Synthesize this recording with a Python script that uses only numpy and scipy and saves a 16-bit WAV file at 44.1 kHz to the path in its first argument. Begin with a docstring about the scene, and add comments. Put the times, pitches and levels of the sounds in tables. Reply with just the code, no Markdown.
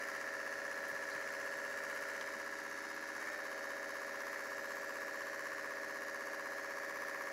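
"""A worn laptop fan hums and rattles close by, in a pattern that repeats 16 times a second.
Its spinning part, the rotor, rubs and strikes the housing: the case rings and the treble ticks.
Tilting the laptop makes it rub harder, and the balance shifts as a hand-held camera moves around it.
Behind the fan are the hiss of air in the vent, the steady tones of the hard drive,
and a few small clicks and soft bumps from handling."""
import sys
import numpy as np
from scipy import signal
from scipy.fft import rfft, irfft, next_fast_len
from scipy.io import wavfile
from scipy.ndimage import uniform_filter1d, map_coordinates

SR = 44100
rng = np.random.default_rng(int(sys.argv[2]) if len(sys.argv) > 2 else 0)


def unload_wav(signal):
    """Save mono or channel-first audio to the path in sys.argv[1] as 16-bit WAV at rate SR, clipped to [-1, 1]."""
    wavfile.write(
        sys.argv[1],
        SR,
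        np.round(np.clip(np.atleast_2d(signal).T, -1, 1) * 32767).astype(np.int16),
    )


N = 322812

# A cycle is one round of the rattle pattern: five turns of the rotor.
# The rubs in a cycle: (place in the cycle [0-1], relative knock level [dB], relative tick level [dB])
RUBS = [(0.074, -15.5, -7.5), (0.126, -12, -6), (.21, -5.5, -2), (.279, -7, -5.5), (.311, -7, -7.5),
        (.408, 4, 2.5), (0.448, -0.5, -7), (0.483, -9.5, -5.5), (0.531, -7, -19), (0.608, 1, 0),
        (.648, -1.5, -5), (.683, -6, -3), (0.713, -5, -6), (.854, -11, -7), (0.88, -4, -4.5),
        (.92, -22, -20)]
CALM_CHANCE = 0.16  # how much of the rubbing is random between tilts, 0-1


def rattle(cycle):
    """The rotor's rubs make the case ring, with a different tone from the right and from the left."""
    # The case's ring from each side: (frequency [Hz], relative level [dB])
    case_right = [(60, -88), (200, -41), (600, -23), (850, -28.5), (970, -9), (1250, -17.5), (1430, -4),
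                  (1560, -14.5), (1685, -6), (1750, -6), (1850, -8.5), (1950, -14.5), (2250, -12),
                  (2600, -30.5), (3000, -26), (3600, -37)]
    case_left = [(60, -85), (200, -34), (600, -16), (850, -15.5), (970, -12), (1130, -10.5), (1240, -13),
                 (1350, -5), (1590, -10), (1680, -8), (1850, -5.5), (1950, -5), (2250, -10.5),
                 (2600, -25.5), (3000, -34), (3600, -41.5)]
    places, knock_db, _ = np.transpose(RUBS)
    press_db, chance = tilting()
    left = leftward()
    grain = evened(roughness(cycle, chance, memory_cycles=34), 1 / 700)
    force = grain * pressure(cycle, places, knock_db, fade=0.023, rest_db=-12)
    ring = (1 - left) * coloured(force, case_right) + left * coloured(force, case_left)
    ring = evened(ring, 1 / 4)
    power = np.abs(uniform_filter1d(ring ** 2, size=SR // 250))
    softened = ring / (1 + power / 0.95) ** (1 / 3)  # the light rotor gives way, so no rub sticks out far
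    return amp(-50 - 2.5 * left + 1.5 * press_db) * unit(softened)


def strikes(cycle):
    """The rotor hits the same spots every cycle: the case buzzes, knocks hollowly and snaps crisply."""
    # Each kind of hit: (place in the cycle [0-1], pitch [Hz], relative peak from the right [dB],
    # from the left [dB], in the dead spot [dB])
    buzz_hits = [(0.0031, 1732, -46, -45, -44), (0.0884, 1662, -45, -43, -41),
                 (0.1244, 1694, -43, -46, -49), (0.2201, 1759, -44, -45, -46),
                 (0.2946, 1771, -38, -43, -48), (0.4172, 1770, -40, -42, -40),
                 (0.4822, 1733, -39, -42, -41), (0.5601, 1679, -43, -43, -45),
                 (0.6186, 1750, -40, -42, -41), (0.6747, 1744, -39, -43, -41),
                 (0.7251, 1795, -46, -44, -44), (0.8972, 1805, -40, -43, -47),
                 (0.9253, 1802, -50, -48, -50)]
    knock_hits = [(0.2158, 1097, -49, -50, -51), (0.2729, 1417, -44, -44, -47),
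                  (0.3747, 1144, -50, -48, -49), (0.4581, 1143, -39, -39, -40),
                  (0.5178, 1166, -52, -48, -47), (0.5687, 1133, -45, -46, -47),
                  (0.6378, 1061, -43, -43, -43), (0.6851, 1102, -45, -45, -48),
                  (0.8865, 1482, -39, -43, -46), (0.9533, 954, -49, -52, -51)]
    snap_hits = [(.418, 2650, -55, -58, -55), (.435, 2170, -47, -51, -50), (.62, 2820, -52, -55, -54)]
    left, dead = leftward() ** 2, dead_spot()

    def heard(hits):
        """Blend each hit's three levels by where the camera is."""
        return [(place, (1 - dead) * (right_db + left * (left_db - right_db)) + dead * dead_db, hz)
                for place, hz, right_db, left_db, dead_db in hits]

    buzz = bursts(cycle, heard(buzz_hits), half_s=.0016, scatter_db=1.03, drift=0.21, shake=2.9)
    knocks = bursts(cycle, heard(knock_hits), half_s=.0009, scatter_db=1.3, drift=0.27, shake=3.0)
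    snaps = bursts(cycle, heard(snap_hits), half_s=.0009, scatter_db=0.8, drift=.7, shake=4.2)
    return amp(0.37) * buzz + amp(-1) * knocks + amp(-0.1) * snaps


def blade_hum(cycle):
    """The fan blades give a fluttering tone, weaker in a tilt, softer and purer in the dead spot."""
    # The tone's swells: (place in the cycle [0-1], relative level [dB], pitch [Hz])
    swells = [(.0068, 0, 579), (.1808, 0, 589), (.2834, -10, 520), (.3766, -1, 580), (.4714, -8, 615),
              (.6297, -6, 538), (.7791, -3, 571)]
    core_hz = (548, 572)
    _, chance = tilting()
    dead = dead_spot()
    blades = unit(bursts(cycle, swells, half_s=.0035, scatter_db=0.68, drift=0.028, shake=1.4))
    core = signal.sosfiltfilt(signal.butter(2, core_hz, "bandpass", fs=SR, output="sos"), blades)
    flutter = blades - core
    level_db = -50 - 1.03 * leftward() - 3.5 * dead - 5.5 * (chance - CALM_CHANCE)
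    return amp(level_db) * (blades - 0.5 * dead * flutter)


def drone(cycle):
    """The unbalanced rotor drones; its tone at four times the turning rate is louder from the left."""
    # The drone's tones: (pitch [multiple of the cycle rate], level [dB])
    tones = [(15, -71), (17, -75), (18, -68), (19, -71), (24, -76.5), (25, -61.5), (26, -69.5), (27, -70),
             (45, -73.5), (49, -69), (50, -71.5), (60, -68.5)]
    body = rotor_tones(cycle, tones, waver_db=-0.3, drift=0.08)
    fourth = rotor_tones(cycle, [(20, -69.5)], waver_db=1.2, drift=0.055)
    return np.std(body) * evened(body, 1 / 35) + amp(4.5 * leftward() + 2.5 * dead_spot()) * fourth


def ticks(cycle):
    """Each rub also gives a short hissing tick, whose bright edge is heard mostly from the left."""
    # The tone of the tick and of its bright edge: (frequency [Hz], relative level [dB])
    tick_colour = [(100, -59), (1500, -5), (2800, 0.5), (3600, -5), (5500, 5), (7300, 0.5), (8500, -9.5),
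                   (10000, -0.5), (11600, -1), (12500, -6), (15700, -18)]
    edge_colour = [(9000, -66), (11800, -12), (12700, -5), (13500, 0), (14300, -23), (15700, -11)]
    # The camera crosses the narrow beam in which the edge leaves the vent:
    # (time [s], half length [s], gain [dB])
    beam_passes = [(4.75, 0.48, 4), (7.15, .25, 4)]
    places, _, sizes_db = np.transpose(RUBS)
    press_db, _ = tilting()
    left = leftward()
    grit = rng.standard_normal(N) * amp(1.1 * wobble(60))
    tick = coloured(grit * pressure(cycle, places, sizes_db, fade=0.027, rest_db=-31), tick_colour)
    edge_force = pressure(cycle, places, sizes_db, fade=.04, rest_db=-15)
    edge = coloured(rng.standard_normal(N) * edge_force, edge_colour)
    tick_db = -65 + 2 * left + 0.89 * press_db
    edge_db = -85 + 14 * left + bells(beam_passes) - 7 * dead_spot()
    return amp(tick_db) * tick + amp(edge_db) * edge


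def squeak(cycle):
    """One rub in every cycle gives a tiny high squeak of varying strength."""
    place, cycle_hz, pitch_hz, half_s = .217, 16, 11700, .0012
    from_peak_s = ((cycle - place + .5) % 1 - .5) / cycle_hz
    ring = unit(wobble(900) * np.sin(2 * np.pi * pitch_hz * np.arange(N) / SR))
    peak_db = -64 + 0.5 * leftward() + 2 * wobble(12)
    return amp(peak_db) * np.exp(-(from_peak_s / half_s) ** 2) * ring


def air():
    """Air rushes through the vent, with a thin high hiss straight in front of it."""
    # The tone of the rush and of the high hiss: (frequency [Hz], relative level [dB])
    rush_colour = [(20, -27), (55, -23), (100, -9.5), (160, 0), (350, 7), (1000, 6), (2700, 1), (3600, -7),
                   (4200, 0.5), (5200, 1.5), (6400, 1), (7500, -6), (8500, -16), (10000, -10), (13000, -20),
                   (15700, -22)]
    hiss_colour = [(6500, -39), (7200, -5), (7500, 14), (7800, 3), (8500, -34)]
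    # The camera passes in front of the vent: (time [s], half length [s], level [dB])
    vent_passes = [(1.7, .6, -70), (4.75, 0.42, -70.5), (5.45, 0.36, -77)]
    rush_db = -55 - 0.22 * np.arange(N) / SR  # the camera drifts away from the vent
    rush = amp(rush_db) * coloured(rng.standard_normal(N), rush_colour)
    hiss_gain = sum(amp(db) * bell(s, half) for s, half, db in vent_passes)
    return rush + hiss_gain * coloured(rng.standard_normal(N), hiss_colour)


def hard_drive():
    """The drive hums and whines; its motor's whistle grows as the camera passes through its wide beam."""
    # Tones of the drive and the electronics: (pitch [Hz], level from the right [dB])
    whines = [(77.8, -79.5), (120, -82.5), (4765, -86), (7484, -88), (9745, -86)]
    whistle_hz = 3742
    t = np.arange(N) / SR

    def tone(hz):
        """A pure tone, less steady the higher it is."""
        return np.sqrt(2) * np.sin(2 * np.pi * hz * t + hz / 9000 * wobble(9))

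    steady = sum(amp(db) * tone(hz) for hz, db in whines)
    whistle_db = -81 + 8 * bell(3.3, 2.4) + 1.2 * wobble(5.14)
    return amp(whistle_db) * tone(whistle_hz) + amp(-1.4 * leftward()) * steady


def handling():
    """Handling the case makes dry clicks and dull bumps."""
    # Clicks: (time [s], level [dB], centre pitch [Hz], width [octaves], time to fade by 60 dB [s])
    clicks = [(2.211, -41, 3900, .42, .016), (.882, -54.5, 12000, .4, .11), (1.108, -55.5, 4400, .15, .24)]
    # Bumps: (time [s], level [dB], pitch [Hz])
    bumps = [(.92, -54, 165), (1.15, -55, 150), (2.355, -49.5, 225)]
    out, t = np.zeros(N + SR), np.arange(SR // 4) / SR
    octave = np.log2(np.fft.rfftfreq(len(t), 1 / SR) + 1)
    for s, db, hz, width, fade_s in clicks:
        band = np.exp(-.5 * ((octave - np.log2(hz)) / width) ** 2)
        noise = irfft(rfft(rng.standard_normal(len(t))) * band, len(t))
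        out[round(s * SR):][:len(t)] += unit(noise) * amp(db - 60 * t / fade_s)
    for s, db, hz in bumps:
        loudness = amp(db - 60 * t / 0.1) * (1 - np.exp(-t / 0.0033))
        out[round(s * SR):][:len(t)] += loudness * np.sin(2 * np.pi * hz * t)
    return out[:N]


def screen_echo(x, delay_s=0.001075, sway=0.16, echo_db=-15):
    """Add the echo off the screen; its path changes as the camera sways, shifting the tone of the hiss."""
    lag = delay_s * SR * np.exp(sway * wobble(1.3))
    return x + amp(echo_db) * map_coordinates(x, [np.arange(N) - lag], order=3)


def tilting():
    """Tilts press the rotor on its housing: gives the extra rubbing (dB) and how random it is (0-1)."""
    # Tilts: (time [s], half length [s], extra rubbing [dB], extra randomness [0-1])
    tilts = [(.04, 0.19, 2.4, 0.2), (1.214, 0.28, 1, 0.1), (2.05, 0.33, 2, 0.04), (2.8, 0.16, 1, 0),
             (3.267, 0.09, 3.5, 0.32), (4.363, 0.135, 2, 0.17), (5.487, 0.17, 1.5, 0.09),
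             (7.05, 0.5, 1.1, 0.05)]
    press_db = sum(db * bell(s, half) for s, half, db, _ in tilts)
    chance = CALM_CHANCE + sum(share * bell(s, half) for s, half, _, share in tilts)
    return press_db, np.clip(chance, 0, 1)


def leftward():
    """Where the camera is, from 0 (right) to 1 (left)."""
    # The camera's swing: (time [s], how far left [0-1])
    swing = [(0, 0.91), (.4, 0.39), (2.2, 0.24), (2.45, 0.96)]
    return np.clip(curve(swing), 0, 1)


def dead_spot():
    """How deep the camera is (0-1) in a spot that shades the blade tone and the ticks' bright edge."""
    return bell(2.84, 0.42)


def roughness(cycle, chance, memory_cycles, size=2048):
    """The rubbed surface comes round every cycle and slowly changes; chance mixes in fresh noise."""
    keep = np.exp(-1 / memory_cycles)
    noise = rng.standard_normal((size // 8, size))  # one row per cycle
    track = signal.lfilter([np.sqrt(1 - keep ** 2)], [1, -keep], noise, axis=0)
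    repeated = map_coordinates(track[size // 16 - 2:].ravel(), [cycle * size], order=3, mode="wrap")
    return np.sqrt(1 - chance) * unit(repeated) + np.sqrt(chance) * rng.standard_normal(N)


def pressure(cycle, places, sizes_db, fade, rest_db, rise=0.0047):
    """How hard the rotor presses: each rub builds fast and dies away (rise and fade are in cycles)."""
    grid = np.linspace(0, 1, 2000)
    age = (grid - np.asarray(places)[:, None] + rise / 2) % 1
    rubs = amp(sizes_db)[:, None] * np.exp(-age / fade) * (1 - np.exp(-age / rise))
    power = np.sum((rubs / rubs.max()) ** 2, axis=0) + amp(rest_db) ** 2
    return np.interp(cycle % 1, grid, np.sqrt(power))


def bursts(cycle, table, half_s, scatter_db, drift, shake):
    """Short tones at set places in the cycle; each differs a little from the last, more so in a tilt."""
    unrest = unsteadiness(drift, shake)
    out, cycle_hz = np.zeros(N), np.gradient(cycle) * SR
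    for place, db, hz in table:
        lap = np.round(cycle - place).astype(int)
        age = (cycle - place - lap) / cycle_hz  # in seconds, so the pitch holds at any speed
        on = np.abs(age) < 4 * half_s
        size, shift = rng.standard_normal((2, lap.max() + 2))[:, lap[on]]
        peak = amp(np.broadcast_to(db, N)[on] + scatter_db * size)
        tone = np.cos(2 * np.pi * hz * age[on] + unrest[on] * shift)
        out[on] += peak * np.exp(-.5 * (age[on] / half_s) ** 2) * tone
    return out


def rotor_tones(cycle, table, waver_db, drift):
    """Tones that follow the rotor's speed; each wavers a little in the room, and much more in a tilt."""
    unrest = unsteadiness(drift, shake=2.3)
    out = np.zeros(N)
    for multiple, db in table:
        peak = np.sqrt(2) * amp(db + waver_db * wobble(2.56))
        phase = 2 * np.pi * (round(multiple) * cycle + rng.random())
        out += peak * np.sin(phase + unrest * wobble(6.5))
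    return out


def unsteadiness(drift, shake):
    """How far a tone's wave strays (radians): drift when calm, plus shake scaled by the tilt."""
    _, chance = tilting()
    return drift + shake * (chance - chance.min())


def coloured(x, spectrum):
    """Filter x by (Hz, dB) points so that it rings only after each hit; the result has level 1."""
    m = 2 * next_fast_len(N // 2 + SR // 4)
    hz, db = np.transpose(spectrum)
    gain = amp(np.interp(np.log(np.fft.rfftfreq(m, 1 / SR) + 1), np.log(hz), db))
    cepstrum = irfft(np.log(gain))
    cepstrum[1:m // 2] *= 2  # move the ringing from before each hit to after it
    cepstrum[m // 2 + 1:] = 0
    return unit(irfft(rfft(x, m) * np.exp(rfft(cepstrum)), m)[:N])


def evened(x, seconds):
    """x with its level held at 1 over spans of this length."""
    power = np.abs(uniform_filter1d(x ** 2, size=max(int(seconds * SR), 1)))
    return x / np.sqrt(power + 1e-12)


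def amp(db):
    """Turn decibels into a gain."""
    return 10 ** (np.asarray(db) / 20)


def unit(x):
    """x scaled to an average (rms) level of 1."""
    return x / np.sqrt(np.mean(x ** 2) + 1e-20)


def curve(points):
    """Straight lines through (time, value) points."""
    return np.interp(np.arange(N) / SR, *np.transpose(points))


def wobble(rate):
    """A smooth random curve through rate points a second."""
    return map_coordinates(rng.standard_normal(int(N * rate / SR) + 4), [np.arange(N) * rate / SR])


def bell(middle_s, half_s):
    """A smooth rise to 1 and fall back."""
    return np.exp(-((np.arange(N) / SR - middle_s) / half_s) ** 2)


def bells(rows):
    """Add up a bell curve for each (time, half length, height)."""
    return sum(height * bell(s, half) for s, half, height in rows)


def scene():
    """One turning rotor times all the fan's sounds; air, hard drive and handling lie behind them."""
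    # The fan's speed: (time [s], rate [cycles per second])
    speed = [(0, 15.98), (1, 16.02), (1.8, 16.03), (2.3, 15.96), (7.32, 15.995)]
    # The rotor runs ahead in a tilt and is pulled back: (time [s], half length [s], lead [cycles])
    surges = [(.03, .19, .033), (1.05, .25, .01), (2.05, .12, .005), (3.45, .14, .021), (4.35, .15, .005),
              (5.15, .3, .009), (5.45, .14, .015), (6.55, .35, .009), (7.05, .15, .009)]
    slip_s, slip_length_s, slip_cycles = 3.2, .2, .1714  # once, the pattern slips ahead round the rotor
    cycle = np.cumsum(curve(speed)) / SR + bells(surges)
    slipped = np.clip((np.arange(N) / SR - slip_s) / slip_length_s, 0, 1)
    rub_cycle = cycle + slip_cycles * slipped
    case = rattle(rub_cycle) + strikes(rub_cycle)
    hiss = screen_echo(ticks(rub_cycle) + squeak(rub_cycle) + air())
    hum = drone(cycle) + blade_hum(rub_cycle)
    return (case + hum + hiss + hard_drive() + handling())[None]


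def record(dry):
    """The camera picks up nothing above its highest frequency."""
    top_hz = 15750
    m = next_fast_len(N + SR // 2)
    return irfft(rfft(dry, m) * (np.fft.rfftfreq(m, 1 / SR) < top_hz), m)[:, :N]


dry = scene()
out = record(dry)
unload_wav(out)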